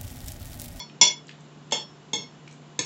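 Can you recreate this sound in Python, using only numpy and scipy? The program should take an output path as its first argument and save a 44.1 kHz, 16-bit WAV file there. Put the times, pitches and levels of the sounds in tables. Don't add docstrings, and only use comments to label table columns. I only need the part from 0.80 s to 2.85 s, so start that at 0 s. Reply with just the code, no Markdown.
import sys
import numpy as np
from scipy import signal
from scipy.fft import rfft, irfft
from scipy.io import wavfile
from scipy.ndimage import uniform_filter1d

SR = 44100
rng = np.random.default_rng(int(sys.argv[2]) if len(sys.argv) > 2 else 0)


def wrap_up_sound(samples):
    columns = np.atleast_2d(samples).T
    tamed = np.clip(columns, -1, 1)
    steps = np.round(tamed * 32767).astype(np.int16)
    wavfile.write(sys.argv[1], SR, steps)


N = 90404
t = np.arange(N) / SR


def undb(db):
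    return 10 ** (np.asarray(db) / 20)


def unit(x):
    return x / np.sqrt(np.sum(x ** 2) * 10 / SR + 1e-18)


def fade(t60, rise):
    return (1 - np.exp(-t / rise)) * np.exp(-np.log(1000) * t / t60)


def noise(points):
    hz, db = np.array(points, float).T
    f = np.maximum(np.fft.rfftfreq(N, 1 / SR), 1)
    gain = undb(np.interp(np.log(f), np.log(hz), db))
    x = irfft(rfft(rng.standard_normal(N)) * gain, N)
    return x / x.std()


def walk(rate):
    hold = int(SR / rate)
    steps = np.repeat(rng.standard_normal(N // hold + 1), hold)
    return uniform_filter1d(steps, hold)[:N]


def add(out, x, start):
    i = int(round(start * SR))
    x = x[max(-i, 0):N - max(i, 0)]
    out[max(i, 0):max(i, 0) + len(x)] += x


HUM_HZ, HUM_DB = 149.4, -52
HUM_WAVER_HZ, HUM_WAVER_DB = 0.21, 0.8
AIR_DB = -49.5
# (frequency [Hz], level [dB])
WHINES = [(694, -68), (1050, -72), (2934, -73)]
# (frequency [Hz], relative density [dB per Hz])
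AIR = [(25, -7.5), (60, -13.5), (100, -26.5), (130, -14), (230, -11), (300, -14), (450, -18.5), (600, -24),
       (900, -23), (1400, -27), (2100, -32), (3500, -31.5), (5500, -39), (7400, -35.5), (8000, -56)]


def background():
    phase = 2 * np.pi * np.cumsum(HUM_HZ + HUM_WAVER_HZ * walk(7)) / SR
    hum_level = undb(HUM_DB + HUM_WAVER_DB * walk(11))
    hum = np.sqrt(2) * np.sin(phase) * hum_level
    whines = sum(np.sqrt(2) * undb(db) * np.sin(2 * np.pi * hz * t) for hz, db in WHINES)
    return hum + whines + noise(AIR) * undb(AIR_DB)


ROOM_GAP_S = 0.0054
EARLY_S, EARLY_T60_S, LATE_T60_S = 0.097, 0.32, 0.2
TREBLE_HZ, TREBLE_DAMPING = 4500, 1.56


def kitchen():
    early = np.minimum(t, EARLY_S) / EARLY_T60_S
    late = np.maximum(t - EARLY_S, 0) / LATE_T60_S
    decay = np.log(1000) * (early + late)
    echoes = rng.standard_normal(N)
    low = signal.sosfiltfilt(signal.butter(2, TREBLE_HZ, fs=SR, output="sos"), echoes)
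    response = low * np.exp(-decay) + (echoes - low) * np.exp(-decay * TREBLE_DAMPING)
    return (response * (t > ROOM_GAP_S))[:SR // 2]


def heard(x, room, wet):
    echoed = signal.fftconvolve(x[:len(room)], room)
    echoed = np.pad(echoed, (0, N))[:N]
    return unit(np.sqrt(1 - wet) * unit(x) + np.sqrt(wet) * unit(echoed))


RING_RISE_S = 0.0023
TOUCHES = ("hard", "poke", "nudge", "glance")
# (frequency [Hz], base t60 [s], then relative level [dB] for
BOWL = [(469, .08, -50.5, -51, -48.5, -43.5), (596.3, .067, -38, -49, -54, -79),
        (857, 0.045, -47.5, -41.5, -45.5, -60), (950, 0.044, -28, -52, -52.5, -47.5),
        (1027, .06, -42.5, -53, -52, -45), (1767, .071, -47, -55, -57.5, -41),
        (2170.7, .1, -27, -45.5, -43.5, -40), (2295, 0.024, -35.5, -63, -75, -48),
        (2687, .03, -52, -55, -51, -46), (3308, .06, -34, -35, -37.5, -53),
        (3406, .1, -20, -36.5, -37, -38), (3541, .035, -35, -40, -37, -39),
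        (3810, .03, -52.5, -64, -49, -37), (4184, .04, -34.5, -60, -55, -42),
        (4566, 0.027, -30.5, -50.5, -56, -40.5), (5250, .045, -20.5, -45, -50, -42),
        (5803, 0.036, -19, -66, -63, -62), (6040, .04, -47, -50.5, -54, -64),
        (6394, 0.035, -52, -58, -62, -33), (6453, .051, -31, -38.5, -36.5, -40),
        (7151, .04, -22.5, -40.5, -48.5, -52)]
# (base frequency [Hz], base t60 [s], four relative levels [dB])
SPOON = [(4400, 0.24, -34, -35.5, -34, -47), (5400, 0.34, -38.5, -32, -33.5, -48),
         (6660, .04, -45.5, -57, -33, -39.5), (7623, .06, -50, -41.5, -41, -44.5),
         (8440, .075, -60.5, -53.5, -51, -51)]


def ring(modes, touch, tilt_db, length, room, wet, pitch=1):
    out = np.zeros(N)
    for hz, t60, *levels in modes:
        mode = np.sin(2 * np.pi * (hz * pitch * t + rng.random()))
        mode *= fade(t60 * length, RING_RISE_S)
        tilt = tilt_db * np.log2(hz / 3400)
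        level = levels[TOUCHES.index(touch)] + tilt
        out += undb(level) * heard(mode, room, wet)
    return out


# (time before the start [s], bowl gain [dB], spoon gain [dB])
EARLIER = (0.11, -6.5, 3)


def earlier_clink():
    out, room = np.zeros(N), kitchen()
    ago, bowl_db, spoon_db = EARLIER
    for modes, db in ((BOWL, bowl_db), (SPOON, spoon_db)):
        tail = ring(modes, "hard", tilt_db=0, length=0.93, room=room, wet=0.8)
        add(out, undb(db) * tail, -ago)
    return out


CLICK_RISE_S, CLICK_T60_S = 0.001, 0.014
CLICK_OCTAVES = 0.13
CLICK_WET = 0.31
# (time [s], centre frequency [Hz], level [dB])
CLICKS = [(.098, 2630, -60.5), (0.469, 6940, -64.5), (.482, 4380, -61), (0.4919, 2600, -53),
          (.493, 5000, -67), (0.512, 3770, -60.5), (0.607, 7200, -71), (.909, 7290, -58),
          (0.912, 3300, -51.5), (1.676, 2500, -57), (1.678, 5200, -64.5), (1.711, 5800, -64.5),
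          (1.726, 7100, -66)]


def wet_clicks():
    out, room = np.zeros(N), kitchen()
    for start, hz, db in CLICKS:
        side = 2 ** CLICK_OCTAVES
        band = [(hz / 4, -35), (hz / side, -5), (hz, 0), (hz * side, -5), (hz * 4, -45)]
        smack = noise(band) * fade(CLICK_T60_S, CLICK_RISE_S)
        add(out, undb(db) * heard(smack, room, CLICK_WET), start)
    return out


KNOCK_T60_S, KNOCK_WET = 0.05, 0.57
# (base frequency [Hz], relative density [dB per Hz])
KNOCK = [(60, -46.5), (110, -5.5), (170, 6.5), (260, 12), (520, 4), (720, -6), (1050, -16), (1400, -9),
         (2500, -29)]


def table_knock(pitch, room):
    spectrum = [(hz * pitch, db) for hz, db in KNOCK]
    return heard(noise(spectrum) * fade(KNOCK_T60_S, RING_RISE_S), room, KNOCK_WET)


CRACK_RISE_S, CRACK_T60_S, CRACK_WET = 0.0004, 0.0051, 0.87
# (frequency [Hz], relative density [dB per Hz])
CRACK = [(800, -16.5), (1600, -7.5), (3000, 3.5), (4500, -7), (6500, -7), (7600, -9), (8300, -31)]


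def contact_crack(room):
    return heard(noise(CRACK) * fade(CRACK_T60_S, CRACK_RISE_S), room, CRACK_WET)


# (time [s], touch, bowl gain [dB], spoon gain [dB], spoon pitch [factor],
# treble tilt [dB per octave], ring length [factor], share of the ring's energy that comes by the room,
# knock level [dB], knock pitch [factor], crack level [dB])
CLINKS = [(0.2123, "hard", -2.5, 0, 1, 1, 1.03, .56, -38, 1.08, -30.5),
          (0.9215, "poke", 2, -6, 1, -0.5, 0.86, 0.42, -39, 1.04, -40),
          (1.332, "nudge", -0.3, -10, 1, 0, 0.94, 0.53, -42, 0.77, -50),
          (1.9904, "glance", -5, 1.2, 1.008, 0, 0.53, .28, -40, 0.87, -45.5)]


def clinks():
    out = np.zeros(N)
    for (start, touch, bowl_db, spoon_db, spoon_pitch, tilt_db, length, wet,
         knock_db, knock_pitch, crack_db) in CLINKS:
        room = kitchen()
        clink = undb(bowl_db) * ring(BOWL, touch, tilt_db, length, room, wet)
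        clink += undb(spoon_db) * ring(SPOON, touch, tilt_db, length, room, wet, spoon_pitch)
        clink += undb(knock_db) * table_knock(knock_pitch, room)
        clink += undb(crack_db) * contact_crack(room)
        add(out, clink, start)
    return out


def scene():
    return (background() + earlier_clink() + wet_clicks() + clinks())[None]


DRIVE_DB, CLIP_LEVEL = 0.5, 0.92
LOW_CUT_HZ, TOP_HZ = 90, 8100


def record(dry):
    clipped = np.clip(dry * undb(DRIVE_DB), -CLIP_LEVEL, CLIP_LEVEL)
    thin = signal.sosfilt(signal.butter(4, LOW_CUT_HZ, "highpass", fs=SR, output="sos"), clipped)
    return signal.sosfilt(signal.ellip(8, 0.3, 70, TOP_HZ, fs=SR, output="sos"), thin)


dry = scene()
out = record(dry)
wrap_up_sound(out)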